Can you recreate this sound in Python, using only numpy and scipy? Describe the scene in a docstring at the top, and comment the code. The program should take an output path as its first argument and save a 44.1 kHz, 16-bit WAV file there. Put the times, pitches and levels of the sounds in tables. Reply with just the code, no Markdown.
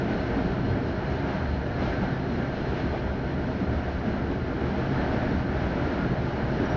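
"""Inside a tram that rolls at an even pace round a bend into a tunnel.
Rough rails shake the body into a deep rumble, and the air in the car booms. The wheels roar,
hiss and sing faintly in the curve, over a thin whine. Uneven spots give soft thumps and knocks.
A flange (the lip of a wheel) brushes the rail and, near the end, gives a thin double squeak."""
import sys
import numpy as np
from scipy.fft import rfft, irfft, next_fast_len
from scipy.io import wavfile
from scipy.ndimage import map_coordinates

SR = 44100
rng = np.random.default_rng(int(sys.argv[2]) if len(sys.argv) > 2 else 0)


def inscribe(sig):
    """Save sig as 16-bit PCM at rate SR to the path in sys.argv[1].

    A 1-D sig is mono; a 2-D sig holds one channel per row.
    Samples are clipped to [-1, 1] before scaling.
    """
    pcm = np.round(np.clip(np.atleast_2d(sig).T, -1, 1) * 32767)
    wavfile.write(sys.argv[1], SR, pcm.astype(np.int16))


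N = 298424
T = np.arange(N) / SR


def body(rough_db):
    """Rough rail shakes the floor and wall panels into a deep rumble."""
    # The body shakes more or less on its springs. Each row: time in seconds, change in dB.
    sway = [(0, 2), (0.15, -1), (0.5, 1), (0.95, 1), (1.03, -2.5), (1.2, 1), (1.5, -2), (1.8, -0.5),
            (2.1, 0), (2.5, -0.5), (3.4, 0), (3.72, 1.5), (3.85, -4), (4.1, 0), (4.5, 0.5), (4.9, -0.5),
            (5.15, 1), (5.45, -0.5), (5.9, -0.5), (6.77, 0.5)]
    # Tone of the rumble. Each row: frequency in Hz, relative level in dB.
    rumble = [(10, -28.5), (22, -15), (42, -20.5), (55, -3), (100, -2), (250, 0), (400, -5.5), (530, -14.5),
              (900, -33), (2000, -64)]
    # Ringing panels. Each row: pitch in Hz, width in Hz, relative level in dB.
    panels = [(31, 6.5, -3.5), (59, 10, 3.5), (116.5, 20, 0.5), (181.6, 10, 1.5), (203, 14, -0.5),
              (259.8, 9, 0), (283.6, 8.3, -1), (346.4, 26, -3.5), (397, 16, -6), (466, 11, -4)]
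    level_db = -30 + 0.8 * rough_db + curve(sway)
    shake = amp(-1.5) * noise(colour(rumble)) + amp(-2.5) * noise(resonances(panels))
    return amp(level_db + 0.32 * wobble(8.3)) * shake


def rolling(rough_db):
    """The wheels roar on the rail and make the steel ring."""
    # Tone of the roar. Each row: frequency in Hz, relative level in dB.
    roar = [(200, -17.5), (500, 2.5), (700, 3.5), (880, 1.5), (1100, -5.5), (1300, -4), (1720, -3),
            (1900, -7.5), (2300, -12.5), (3000, -29.5), (5000, -56.5)]
    # Ringing wheels and rails. Each row: pitch in Hz, width in Hz, relative level in dB.
    steel = [(587, 9.3, 8.5), (627, 20, 11), (703, 32, 4.5), (750, 8.9, 1.5), (874, 11, 1.5),
             (1206, 30, -8), (1287, 10, -4.5), (1397, 28, 0.5), (1506, 150, -4), (2913, 63, -10.5),
             (3215, 41, -14)]
    sound = amp(2.5) * noise(colour(roar)) + amp(-2.5) * noise(resonances(steel))
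    return amp(-39 + rough_db + 0.51 * wobble(11)) * sound


def cabin():
    """The air in the car booms at two low pitches."""
    # Strength of each boom. Each row: time in seconds, level in dB.
    lower_boom = [(0, -40.5), (1.5, -38.5), (3.75, -37), (4.8, -39), (5.2, -35.5), (6.77, -35)]
    upper_boom = [(0, -44.5), (2.4, -38), (4.5, -43), (4.78, -38.5), (4.96, -30.5), (5.2, -41), (5.65, -36),
                  (5.92, -40.5), (6.12, -32.5), (6.42, -36.5), (6.7, -30)]
    lower = amp(curve(lower_boom)) * drone(hz=74.9, width_hz=4.95, swing_db=3.5)
    upper = amp(curve(upper_boom)) * drone(hz=135.1, width_hz=4.27, swing_db=2.5)
    return lower + upper


def bumps(rise_s=0.011, fade_s=0.074, ring_db=-3, shudder_db=-5):
    """Each uneven spot on the rail makes one panel ring briefly inside a dull shudder."""
    # Soft blows. Each row: start in seconds, length in seconds, level in dB, pitch in Hz.
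    blows = [(0.363, 0.046, -25.5, 269), (0.558, 0.047, -28, 123), (0.63, 0.037, -29, 114),
             (0.686, 0.046, -26, 99.5), (0.88, 0.033, -29, 207), (1.477, 0.063, -29, 69),
             (1.784, 0.045, -28, 236), (1.975, 0.072, -29.5, 199), (2.115, 0.023, -26, 131),
             (2.365, 0.04, -24, 203), (2.829, 0.033, -27, 251), (2.818, .1, -32, 71.2),
             (3.472, 0.034, -28, 247), (3.59, 0.034, -29, 283), (3.685, 0.043, -28.5, 110),
             (3.719, .08, -29.5, 71.7), (3.941, .05, -27, 72), (4.055, 0.032, -26.5, 214),
             (4.298, 0.03, -23, 276), (5.305, 0.052, -27.5, 188), (5.985, 0.036, -28, 136),
             (6.586, 0.037, -28, 289)]
    out = np.zeros(N)
    for start, length, db, hz in blows:
        near = (T >= start) & (T < start + length + 2 * fade_s)
        age = T[near] - start
        ring = unit(np.sin(2 * np.pi * hz * age))
        shudder = noise(resonances([(hz, 0.57 * hz, 0), (2 * hz, hz, -17)]))[near]
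        rise = 1 - np.exp(-age / rise_s)
        fade = amp(db - 60 * np.maximum(age - length, 0) / fade_s)
        out[near] += rise * fade * (amp(ring_db) * ring + amp(shudder_db) * shudder)
    return out


def clacks():
    """A wheel strikes hard spots and knocks through the frame that holds it."""
    # The knocks. Each row: start in seconds, length in seconds, level in dB.
    knocks = [(.365, 0.056, -36.5), (1.809, 0.043, -35), (2.02, 0.045, -33.5), (2.914, 0.062, -32.5),
              (4.292, 0.055, -34.5), (5.207, 0.038, -36)]
    # Tone of a knock. Each row: frequency in Hz, relative level in dB.
    knock_tone = [(250, -23), (500, -5), (640, 1), (900, -5), (1200, -15.5), (2500, -25), (5000, -37.5),
                  (7000, -55.5)]
    return swells(knocks) * noise(colour(knock_tone))


def chirps(stray_hz=14, flutter_db=2):
    """The flanges set the wheels singing in brief notes that sometimes overlap."""
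    # The notes. Each row: start in seconds, length in seconds, level in dB, pitch in Hz.
    notes = [(.09, .1, -42, 1530), (1.46, 0.09, -57, 4130), (1.87, 0.3, -46.5, 1560),
             (2.04, .12, -55, 4120), (2.61, .1, -56, 4160), (4.08, .1, -59, 4180),
             (4.965, 0.098, -55, 4130), (4.965, 0.062, -42, 1760), (5.08, 0.12, -48, 1545),
             (5.12, 0.14, -45.5, 1650), (5.31, .07, -43, 1410), (5.425, 0.1, -43, 1540),
             (5.827, 0.079, -42, 1400), (5.968, 0.13, -39, 1405), (6.03, .08, -41, 1530)]
    stray = 2 * np.pi * np.cumsum(stray_hz * wobble(90)) / SR
    tones = sum(amp(db) * arch(start, length) * np.sin(2 * np.pi * hz * T + stray)
                for start, length, db, hz in notes)
    return amp(flutter_db * wobble(60)) * tones


def scrub(rough_db):
    """The wheels slip sideways in the bend and hiss; a brushing flange adds short scrapes."""
    # Tones of the hiss and the scrapes. 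Each row: frequency in Hz, relative level in dB.
    hiss_tone = [(1000, -23), (2000, 3.5), (2800, 0.5), (3600, -3.5), (4400, -5), (4900, -9.5), (5600, -11),
                 (6200, -17.5), (6750, -22.5), (7100, -31), (7500, -44)]
    scrape_tone = [(1000, -21.5), (2100, 4), (2900, 0), (3800, -7.5), (5500, -14), (6500, -21.5),
                   (7500, -42.5)]
    # High wheel notes stirred by the slip. Each row: pitch in Hz, width in Hz, relative level in dB.
    high_notes = [(3830, 50, 0), (5100, 77, -4.5), (5410, 90, -5.5)]
    # The flange brushes the rail. Each row: start in seconds, length in seconds, level in dB.
    scrapes = [(0.85, 0.082, -50), (1.002, 0.21, -51.5), (1.3, 0.1, -52), (1.773, 0.22, -49),
               (2.51, 0.17, -50.5), (2.715, 0.14, -47), (2.955, 0.064, -50)]
    level_db = -49.5 + 0.91 * rough_db + 0.62 * wobble(16)
    hiss = noise(colour(hiss_tone)) + amp(-20.5) * noise(resonances(high_notes))
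    return amp(level_db) * hiss + swells(scrapes) * noise(colour(scrape_tone))


def gears(rough_db):
    """A faint whine, most likely from the drive gears, flutters behind the roar."""
    return amp(-53.5 + 0.91 * rough_db) * drone(hz=1545, width_hz=24, swing_db=3)


def squeak(full_grip_hz=5680, sag_hz=110, stutter_db=2):
    """A flange catches the rail twice and rings a high note that sags as the grip lets go."""
    # The catches. Each row: start in seconds, length in seconds, level in dB.
    catches = [(6.645, 0.027, -57), (6.688, 0.058, -57)]
    grip = sum(arch(start, length) for start, length, _ in catches)
    hz = full_grip_hz - sag_hz * (1 - grip)
    level = swells(catches) * amp(stutter_db * wobble(220))
    return level * unit(wandering(hz, width_hz=92, rate=600))


def rims(rough_db, drift_hz=16, flicker_db=4):
    """The rims of the two front wheels sing in quick flickers, each at its own wavering pitch."""
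    # They ring most on the way into the bend. Each row: time in seconds, base level in dB.
    ringing = [(0, -61), (1.0, -60.5), (1.5, -61.5), (2.3, -60), (3.3, -62.5), (3.9, -65.5), (6.77, -64)]
    # The two wheels. Each row: pitch in Hz, relative level in dB.
    wheels = [(4115, -2), (4205, -2.5)]
    song = np.zeros(N)
    for hz, db in wheels:
        level = amp(db + flicker_db * wobble(40))
        song += level * wandering(hz + drift_hz * wobble(8), width_hz=36, rate=170)
    return amp(curve(ringing) + 0.7 * rough_db) * unit(song)


def amp(db):
    """Turn decibels into a number to multiply by."""
    return 10 ** (np.asarray(db) / 20)


def unit(x):
    """Scale x to an average strength (rms) of 1."""
    return x / np.sqrt(np.mean(x ** 2) + 1e-20)


def curve(rows):
    """Join (time, value) points with straight lines."""
    return np.interp(T, *np.transpose(rows))


def wobble(rate):
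    """A smooth random curve through `rate` points a second."""
    return map_coordinates(rng.standard_normal(int(T[-1] * rate) + 4), [T * rate])


def arch(start_s, length_s):
    """A level that swells and fades once."""
    return np.sin(np.pi * np.clip((T - start_s) / length_s, 0, 1))


def swells(rows):
    """One arch for each (start, length, dB) row, added up."""
    return sum(amp(db) * arch(start, length) for start, length, db in rows)


def filtered(x, response):
    """Turn each frequency in x up or down as the response says."""
    size = next_fast_len(N + SR // 2)
    return irfft(rfft(x, size) * response(np.fft.rfftfreq(size, 1 / SR)), size)[:N]


def colour(points):
    """A broad response that joins (Hz, dB) points."""
    freqs, db = np.transpose(points)
    return lambda hz: amp(np.interp(np.log(hz + 1), np.log(freqs), db))


def resonances(peaks):
    """A response with a steep peak for each (pitch, width, dB) row."""
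    return lambda hz: np.sqrt(sum(amp(db) ** 2 / (1 + ((hz - pitch) / (np.pi * width / 4)) ** 2) ** 2
                                  for pitch, width, db in peaks))


def noise(response):
    """Random shaking of strength 1, shaped by a response."""
    return unit(filtered(rng.standard_normal(N), response))


def wandering(hz, width_hz, rate):
    """A tone whose pitch strays at random."""
    return np.sin(2 * np.pi * np.cumsum(hz + width_hz * wobble(rate)) / SR)


def drone(hz, width_hz, swing_db):
    """A held tone whose pitch wanders and whose loudness swings."""
    return unit(amp(swing_db * wobble(14)) * wandering(hz, width_hz, rate=30))


def scene():
    """Everything heard in the car: rougher rail makes the rumble, wheels and whine louder."""
    # Roughness of the rail. Each row: time in seconds, change from the usual in dB.
    track = [(0.0, 0.5), (0.14, 1.2), (0.38, 1.1), (0.58, -1), (0.95, -0.5), (1.35, 1.3), (1.55, -1.5),
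             (1.75, -0.5), (1.85, 2.5), (2.06, 0.2), (2.22, -1.1), (2.48, -0.5), (2.75, 0.6), (2.98, -1),
             (3.18, -2), (3.4, -1.8), (3.78, -0.85), (4.42, -2), (4.8, 0.2), (5.13, 3), (5.42, -0.2),
             (5.85, 2.5), (6.06, 2), (6.2, 0), (6.77, 1.8)]
    rough_db = curve(track) + 0.36 * wobble(10)
    floor = body(rough_db) + bumps() + clacks()
    wheels = rolling(rough_db) + scrub(rough_db) + rims(rough_db) + chirps() + squeak()
    return (floor + cabin() + wheels + gears(rough_db))[None]


def record(dry):
    """Cut off the highest treble."""
    top_hz = 7450
    return filtered(dry[0], lambda hz: 1 / np.sqrt(1 + (hz / top_hz) ** 200))[None]


dry = scene()
out = record(dry)
inscribe(out)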